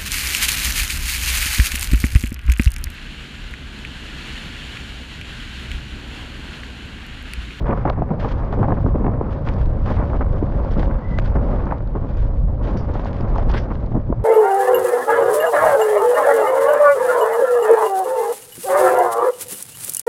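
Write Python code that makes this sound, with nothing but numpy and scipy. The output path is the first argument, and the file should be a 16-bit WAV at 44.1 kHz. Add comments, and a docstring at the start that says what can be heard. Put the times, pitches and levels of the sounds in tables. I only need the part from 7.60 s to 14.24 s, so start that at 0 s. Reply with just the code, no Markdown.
"""Wind buffets a sealed housing on the helmet of a rider going fast down a wet, rooty forest track.
Tyres roll and jolt, mud sprays, grit ticks and the mount knocks; a wet brake sings briefly, the chain jingles.
Wind, tyres, mud and chain are shaped noise or random grains; knocks and ticks are struck decaying modes;
the brake is a wavering near-sine. The housing rounds the peaks and muffles the treble."""
import sys
import numpy as np
from scipy import signal
from scipy.fft import rfft, irfft
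from scipy.io import wavfile

SR = 44100
rng = np.random.default_rng(int(sys.argv[2]) if len(sys.argv) > 2 else 0)


def unload_wav(signal):
    """Save mono or channel-first audio to the path in sys.argv[1] as 16-bit WAV at rate SR, clipped to [-1, 1]."""
    wavfile.write(
        sys.argv[1],
        SR,
        np.round(np.clip(np.atleast_2d(signal).T, -1, 1) * 32767).astype(np.int16),
    )


N = 292824

# ground under the tyres: (time [s], rolling level [dB], spray level [dB], grittiness [dB re rolling])
GROUND_CURVE = [(0.0, -31.5, -49, -0.5), (0.15, -34, -53, 13.5), (0.29, -41.5, -55, 16.5),
                (0.52, -27, -63, -2.5), (0.79, -31, -52.5, 9), (1.27, -33, -52.5, 1.5),
                (1.55, -29.5, -66, 4), (1.83, -30, -55, -0.5), (2.25, -30.5, -53.5, -0.5),
                (2.4, -28, -51.5, 0), (3.59, -31, -56.5, 4), (3.94, -25.5, -53, 2.5), (4.23, -34, -56, 2),
                (4.92, -32, -60, -6.5), (5.27, -31, -52, 2.5), (5.9, -28, -51.5, 2), (6.34, -34, -59, -5.5),
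                (6.64, -34.5, -64, 0)]
# roots and stones hit by the wheels: (start [s], length [s], level [dB], grittiness [dB re level])
WHEEL_BUMPS = [(0.059, 0.036, -31.5, 16), (0.08, 0.05, -20, 6), (0.175, 0.025, -32.5, 15.5),
               (0.25, 0.032, -20.5, 7.5), (0.288, 0.021, -28, 9), (0.317, 0.018, -33, 9.5),
               (0.378, 0.016, -21.5, -10), (0.415, 0.011, -21.5, -19), (0.504, 0.011, -16, -5),
               (0.622, 0.038, -31, 14.5), (0.907, .03, -26.5, 1), (0.973, 0.057, -18, -24),
               (1.011, 0.0473, -22, 2.5), (1.08, 0.049, -18.5, -6.5), (1.169, 0.015, -26, 5),
               (1.241, 0.045, -19.5, -15), (1.341, 0.027, -19.5, -14), (1.379, 0.035, -21, -15),
               (1.451, 0.031, -22, -7), (1.872, 0.025, -30, 11.5), (2.26, 0.057, -27.5, 8),
               (2.366, 0.072, -32, 14.5), (2.54, 0.019, -30, 13.5), (2.609, 0.015, -29.5, 17.5),
               (2.817, 0.025, -28, -28), (3.049, 0.09, -30, -1), (3.167, 0.045, -19.5, -5),
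               (3.274, 0.037, -24.5, 2), (3.753, 0.014, -18.5, 5.5), (3.873, 0.045, -26.5, -7),
               (4.021, 0.065, -30.5, 7.5), (4.106, 0.02, -28.5, 15.5), (4.352, 0.02, -22, -2),
               (5.09, 0.028, -28, 3), (5.012, 0.074, -28, 0), (5.147, 0.015, -23.5, -16),
               (5.278, 0.046, -34, 6), (5.411, 0.029, -36, 9), (5.609, 0.037, -24.5, -26),
               (5.93, 0.045, -28, -4), (6.098, 0.0063, -36, -10), (6.104, 0.011, -28, 10.5),
               (6.316, 0.02, -24, -24), (6.345, 0.026, -15.5, -28), (6.49, 0.0069, -24.5, -30)]
BUMP_ATTACK_S, BUMP_RELEASE_S = 0.0038, 0.0094


def amp(db):
    """Decibels to gain."""
    return 10 ** (np.asarray(db) / 20)


def rms_one(x):
    """Scale to rms 1."""
    return x / np.sqrt(np.mean(x ** 2) + 1e-20)


def in_time(rows):
    """Columns of a curve table, interpolated to one value a sample."""
    s, *columns = np.transpose(rows)
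    return [np.interp(np.arange(N) / SR, s, column) for column in columns]


def drift(rate_hz):
    """Slow random wander of rms 1: noise through two equal poles at rate_hz."""
    step = 40   # samples between computed values
    pole = np.exp(-2 * np.pi * rate_hz * step / SR)
    noise = rng.standard_normal(N // step + 2002)
    slow = signal.lfilter([1], [1, -2 * pole, pole * pole], noise)[2000:]   # drop the run-in
    return np.interp(np.arange(N) / step, np.arange(len(slow)), rms_one(slow))


def filtered(x, order, cut_hz, kind="low"):
    """Butterworth filter."""
    return signal.sosfilt(signal.butter(order, cut_hz, kind, fs=SR, output="sos"), x)


def coloured(x, spectrum):
    """Give x a spectrum with minimum phase, so that nothing sounds before its cause; rms 1."""
    size = 2 ** 19
    hz, level_db = np.transpose(spectrum)
    grid_hz = np.maximum(np.fft.rfftfreq(size, 1 / SR), 1)
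    log_gain = np.interp(np.log(grid_hz), np.log(hz), level_db) * np.log(10) / 20
    cepstrum = irfft(log_gain)
    # folding the cepstrum onto positive time gives the minimum phase
    cepstrum[1:size // 2] *= 2
    cepstrum[size // 2 + 1:] = 0
    response = np.exp(rfft(cepstrum))
    return rms_one(irfft(rfft(x, size) * response)[:N])


def grains(per_s, spread_db):
    """Random clicks of either sign at random times, with exponentially spread dB levels; rms 1."""
    level_db = spread_db * np.minimum(rng.exponential(1, N), 4)
    sizes = amp(level_db) * rng.choice([-1, 1], N)
    return rms_one(sizes * (rng.random(N) < per_s / SR))


def swells(rows, attack_s, release_s):
    """Gain of events that ramp up ahead of their start, hold for their length and die away; powers add."""
    t, power = np.arange(N) / SR, 0
    for s, length_s, db, *_ in rows:
        rise = np.clip(1 + (t - s) / attack_s, 0, 1) ** 2
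        fall = np.exp(-np.maximum(t - s - length_s, 0) / release_s)
        power = power + (amp(db) * rise * fall) ** 2
    return np.sqrt(power)


def strike(events, dull, bright, rattle_s, soft_hz, contact_hz, scatter_db, detune):
    """Each blow chatters and rings all modes at scattered levels and pitches; sharper ones favour the bright."""
    s, blow_db, bright_db = np.transpose(events)
    after = np.arange(1500)
    after_s = after / SR
    at = np.minimum(np.round(s * SR).astype(int)[:, None] + after, N - 1)
    # loose parts bounce: sparse weaker touches that die away behind the first one
    chatter = 0.44 * rng.choice([-1, 1], at.shape) * (rng.random(at.shape) < 0.008)
    chatter[:, 0] = 1
    chatter *= np.exp(-after_s / rattle_s)
    chatter /= np.linalg.norm(chatter, axis=1, keepdims=True)   # touches share the blow's energy
    out = np.zeros(N)
    for modes, gain_db, cut_hz in ((dull, blow_db, soft_hz), (bright, blow_db + bright_db, contact_hz)):
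        hz, level_db, t60_s = np.transpose(modes)[:, :, None]
        scatter, shift = rng.standard_normal((2, len(s), len(modes), 1))
        decay = amp(level_db + scatter_db * scatter - 60 * after_s / t60_s)
        rings = decay * np.sin(2 * np.pi * hz * (1 + detune * shift) * after_s)
        signs = (-1) ** np.arange(len(modes))[:, None]
        ring = amp(gain_db)[:, None] * (rings * signs).sum(axis=1)
        blows = signal.fftconvolve(ring, chatter, axes=1)[:, :len(after)]
        placed = np.bincount(at.ravel(), blows.ravel(), N)
        out += filtered(placed + 1e-18, 4, cut_hz)   # soft contact
    return out


def wind():
    """Slow eddies that saturate the port, and a lumpier flutter above them that every bump stirs up."""
    # (time [s], buffet level [dB], flutter level [dB])
    wind_curve = [(0.0, -19.5, -28.5), (0.39, -24.5, -22.5), (0.76, -19.5, -24.5), (0.81, -25, -29),
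                  (1.26, -19, -20.5), (1.68, -19.5, -26), (2.03, -17, -22), (2.16, -18, -24.5),
                  (2.6, -17, -24), (2.85, -17, -29.5), (2.97, -17.5, -29.5), (3.37, -13.5, -26.5),
                  (3.4, -36, -36), (3.5, -18.5, -19.5), (3.73, -16.5, -28.5), (4.46, -22.5, -28),
                  (4.55, -19, -33), (4.71, -17, -27), (5.0, -16.5, -27), (5.4, -19, -29), (5.9, -16, -27),
                  (6.25, -19.5, -28.5), (6.64, -21, -25)]
    # relative noise spectra: (frequency [Hz], level [dB per Hz])
    buffet_spectrum = [(12, -5), (25, 7.5), (50, 7), (80, 0.5), (120, -5.5), (200, -74), (1000, -95.5)]
    flutter_spectrum = [(60, -17.5), (95, 1), (170, -6), (250, -16.5), (400, -45), (1500, -99)]
    flutter_by_bump_db, thud_share = -4.5, 0.16   # a bump shakes the housing in the air stream, a dull one more
    buffet_db, flutter_db = in_time(wind_curve)
    buffet = rms_one(np.tanh(0.59 * coloured(rng.standard_normal(N), buffet_spectrum)))
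    flutter = coloured(rng.standard_normal(N) * amp(2.26 * drift(28.4)), flutter_spectrum)
    thuds = [(s, length_s, db + flutter_by_bump_db - thud_share * gritty_db)
             for s, length_s, db, gritty_db in WHEEL_BUMPS]
    stirred = swells(thuds, BUMP_ATTACK_S, BUMP_RELEASE_S)
    buffet_gain = amp(buffet_db + 1.8 * drift(3.16))
    flutter_gain = np.hypot(amp(flutter_db + 0.5 * drift(3.5)), stirred)
    return buffet_gain * buffet + flutter_gain * flutter


def tyres():
    """Small jolts from stones and roots through frame and housing, over a hollow hum of the tread."""
    # relative noise spectra: (frequency [Hz], level [dB per Hz])
    roll_spectrum = [(130, -2), (220, 2), (380, -6), (560, -7), (680, -12.5), (1090, -17), (1500, -27.5),
                     (2200, -36), (4000, -64.5), (9000, -110)]
    hum_spectrum = [(300, -34.5), (480, 0.5), (560, 7.5), (650, -5.5), (1100, -16.5), (2000, -33.5),
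                    (5000, -41.5), (8000, -80.5)]
    rolling_db, _, grit_db = in_time(GROUND_CURVE)
    rolling_db = rolling_db + 1.0 * drift(16.0)
    jolting = np.hypot(amp(rolling_db), swells(WHEEL_BUMPS, BUMP_ATTACK_S, BUMP_RELEASE_S))
    crunches = [(s, length_s, db + gritty_db) for s, length_s, db, gritty_db in WHEEL_BUMPS]
    crunching = np.hypot(amp(rolling_db + grit_db), swells(crunches, BUMP_ATTACK_S, BUMP_RELEASE_S))
    shake = rng.standard_normal(N) * amp(2.04 * drift(29)) + 0.68 * grains(500, spread_db=2.5)
    hum_db = -39.0 + 1.3 * (rolling_db - rolling_db.mean()) + 0.54 * drift(23)
    hum = amp(hum_db) * coloured(rng.standard_normal(N), hum_spectrum)
    roll = coloured(shake * jolting, roll_spectrum) * np.sqrt(np.mean(jolting ** 2))
    # grit under the tread makes the upper part come and go on its own
    dull = filtered(roll, 2, 850)
    gritty = filtered(roll, 2, 850, "high")
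    fine = filtered(gritty, 2, 1500, "high")
    # coarse and fine grit crunch apart
    crunch = (gritty + fine) * amp(2.05 * drift(51)) - fine * amp(4.0 + 4.2 * drift(49))
    return dull - crunch * crunching / jolting + hum


def mud():
    """Spray thrown up by the wheels: hiss in clumps with droplets; heavy splashes are brighter."""
    # wet patches: (start [s], length [s], level [dB])
    splashes = [(.6, 0.06, -40), (.685, 0.032, -39.5), (.8, 0.031, -56), (1.71, 0.044, -45.5),
                (1.85, 0.076, -47), (1.96, 0.061, -46.5), (2.26, 0.1, -40), (3.045, 0.023, -47),
                (3.11, 0.035, -43), (3.18, 0.051, -41.5), (3.48, 0.15, -50.5), (3.64, 0.035, -41.5),
                (4.49, 0.01, -49.5), (4.57, 0.066, -47), (5.03, 0.044, -46.5), (5.075, 0.029, -41.5),
                (5.168, 0.0081, -44.5), (5.53, 0.036, -47), (5.34, 0.076, -47), (5.458, 0.012, -38.5),
                (5.69, 0.02, -50), (5.755, 0.018, -46), (5.895, 0.02, -36.5), (5.94, 0.035, -31.5)]
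    # relative noise spectrum: (frequency [Hz], level [dB per Hz])
    spray_spectrum = [(700, -3.5), (1500, 13.5), (2200, 3.5), (3300, 0.5), (4200, -5.5), (4700, -5.5),
                      (5700, -11), (7000, -18), (9000, -31), (13000, -53)]
    steady = amp(in_time(GROUND_CURVE)[1] + 1.3 * drift(3.4))
    splash = np.hypot(steady, swells(splashes, attack_s=0.011, release_s=0.025))
    drops = rng.standard_normal(N) * amp(2.8 * drift(41)) + 0.14 * grains(890, spread_db=12.5)
    spray = splash * coloured(drops, spray_spectrum)
    top = filtered(spray, 4, 6500, "high")
    return spray + top * (splash / amp(-32.0)) ** 1.6


def grit_ticks():
    """Grit and chain ticks: light, hard contacts ring small stiff parts for milliseconds."""
    # (time [s], level [dB], brightness [dB])
    tick_events = [(0.0692, -38, -18), (0.299, -19, -29.5), (0.35, -53, -8), (0.4, -54, -2),
                   (0.5975, -43, -17), (0.801, -47, 1), (0.848, -47, -7), (0.9263, -32, -30),
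                   (1.8881, -20.5, -25), (1.939, -49, 0), (1.9654, -37, -29), (2.031, -50, -8),
                   (2.0587, -35.5, -7), (2.263, -55, -12), (2.307, -42, -4), (2.455, -50, -8),
                   (3.049, -35, -18), (3.1188, -38, -5), (3.1946, -23.5, -19), (3.2296, -26, -32),
                   (3.5869, -15, -19), (3.597, -27, -18), (3.6376, -42, -24), (3.6614, -36, -31),
                   (3.676, -30, -25), (4.056, -46, 0), (4.124, -34.5, -24), (4.1829, -37, -23),
                   (4.275, -39, -27), (4.571, -41, -7), (5.1716, -37, -8), (5.339, -46, 3),
                   (5.3962, -28.5, -20), (5.4475, -40, 2), (5.531, -34.5, -10), (5.6087, -32.5, -8),
                   (5.683, -41, -6.5), (5.756, -41, -8), (5.782, -28.5, -12), (5.803, -37, -22),
                   (5.873, -46, -23), (5.8952, -32, -5), (5.916, -34, -5), (6.1543, -35, -28),
                   (6.263, -46.5, -1), (6.3235, -42, -16)]
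    # modes, before detuning and scatter: (frequency [Hz], relative level [dB], t60 [s])
    dull_modes = [(1630, -2, 0.012), (2110, 2, 0.004), (3860, 5, 0.0011)]
    bright_modes = [(4550, 6, 0.0033), (6040, -5, 0.0089), (6850, -6.5, 0.0095)]
    return strike(tick_events, dull_modes, bright_modes, rattle_s=0.002,
                  soft_hz=4000, contact_hz=6600, scatter_db=3.0, detune=0.065)


def mount_knocks():
    """The mount knocks on the helmet: low and middle modes ring briefly under a soft contact."""
    # (time [s], level [dB], brightness [dB])
    knock_events = [(0.093, -19, 5), (0.1, -17.5, -5), (0.135, -9.5, -4.5), (0.253, -6.5, -2.5),
                    (0.262, -10.5, -5.5), (0.3, -15, 7.5), (0.374, -22, 0), (0.388, -24, 1),
                    (0.408, -7, -36), (0.42, -10, 1.5), (0.505, -22, -22), (0.65, -17, 4),
                    (0.927, -11, -1.5), (0.96, -11, -17), (1.029, -7, -2), (1.043, -9, -7),
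                    (1.053, -15, -11), (1.084, -19, 5), (1.105, -20.5, 10.5), (1.113, -26, -9),
                    (1.121, -1.5, -4.5), (1.184, -20, -2), (1.204, -20.5, 1), (1.263, -2.5, -9.5),
                    (1.348, -11, -26), (1.409, -3.5, -23), (1.444, -4.5, -8.5), (1.465, -1.5, -11.5),
                    (1.479, -8, -5.5), (1.489, -9, -35), (1.611, -1.5, -11.5), (1.89, -15, -4),
                    (2.388, -17.5, -1), (2.532, -27, 10), (2.612, -24, 6.5), (2.825, -3, -43),
                    (3.047, -11.5, -7.5), (3.183, -6.5, -19), (3.23, -10.5, 2.5), (3.587, -9, -8),
                    (3.757, -14, -6), (3.764, -2, -32.5), (4.122, -13.5, 3.5), (4.352, -15.5, -5),
                    (4.359, -11, -21), (5.091, -16, -21.5), (5.354, -8, -7), (5.394, -14.5, -1),
                    (5.456, -18, 3.5), (5.76, -16.5, 5.5), (5.783, -16, 3), (5.897, -22, 5.5),
                    (5.944, -11.5, -1), (6.353, -9.5, -36), (6.359, -6, -32), (6.5, -1.5, -32),
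                    (6.525, -7, -3.5)]
    # modes, before detuning and scatter: (frequency [Hz], relative level [dB], t60 [s])
    dull_modes = [(134, 0, 0.021), (282.5, 5.5, 0.014), (327.6, 5.5, 0.0099)]
    bright_modes = [(580, 5.5, 0.0055), (752, 7.5, 0.011), (959, 9, 0.0055), (1188, 6, 0.0039),
                    (1640, -13, 0.0049)]
    return strike(knock_events, dull_modes, bright_modes, rattle_s=0.0076,
                  soft_hz=790, contact_hz=1720, scatter_db=1.5, detune=0.072)


def brake():
    """A wet pad on the disc: a near-sine that fades in and out and wavers as the pad grips and slips."""
    # (time [s], centre pitch [Hz], mean level [dB])
    squeal_curve = [(3.415, 1895, -61), (3.448, 1965, -41), (3.472, 2010, -44), (3.486, 2035, -43),
                    (3.52, 1995, -39), (3.558, 1975, -41), (3.57, 2050, -45), (3.59, 1980, -31)]
    hz, level_db = in_time(squeal_curve)
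    t = np.arange(N) / SR
    fade_s = 0.0049
    on = np.clip(np.minimum(t - squeal_curve[0][0], squeal_curve[-1][0] - t) / fade_s, 0, 1)
    phase = 2 * np.pi * np.cumsum(hz * (1 + 0.004 * drift(60))) / SR
    return on * amp(level_db) * (1 + 0.4 * drift(80)) * np.sin(phase)


def chain():
    """Links shiver against each other, a narrow metallic hiss that dies away."""
    # (start [s], level [dB], t60 [s])
    jingle_events = [(3.69, -59, 0.092), (3.755, -59, 0.083), (5.173, -48.5, 0.21), (5.974, -44.5, 0.18)]
    # relative spectrum: (frequency [Hz], level [dB per Hz])
    jingle_spectrum = [(3500, -46), (4500, -6.5), (4700, 3), (4950, -19), (5200, 1.5), (5400, -9.5),
                       (5680, -3.5), (6000, -11), (8000, -38)]
    t = np.arange(N) / SR
    shiver = sum(amp(db - 60 * np.maximum(t - s, 0) / t60_s) * (t > s) for s, db, t60_s in jingle_events)
    return shiver * coloured(grains(1200, spread_db=-1.5), jingle_spectrum)


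def scene():
    """All sources at the single microphone."""
    return (wind() + tyres() + mud() + grit_ticks() + mount_knocks() + brake() + chain())[None]


def record(dry):
    """Peaks are rounded, the housing dulls the treble, the top is cut steeply."""
    rounded = 0.61 * np.tanh(dry / 0.71)
    muffled = filtered(rounded, 2, 9000)
    return signal.sosfilt(signal.cheby2(12, 70, 14200, fs=SR, output="sos"), muffled)


dry = scene()
out = record(dry)
unload_wav(out)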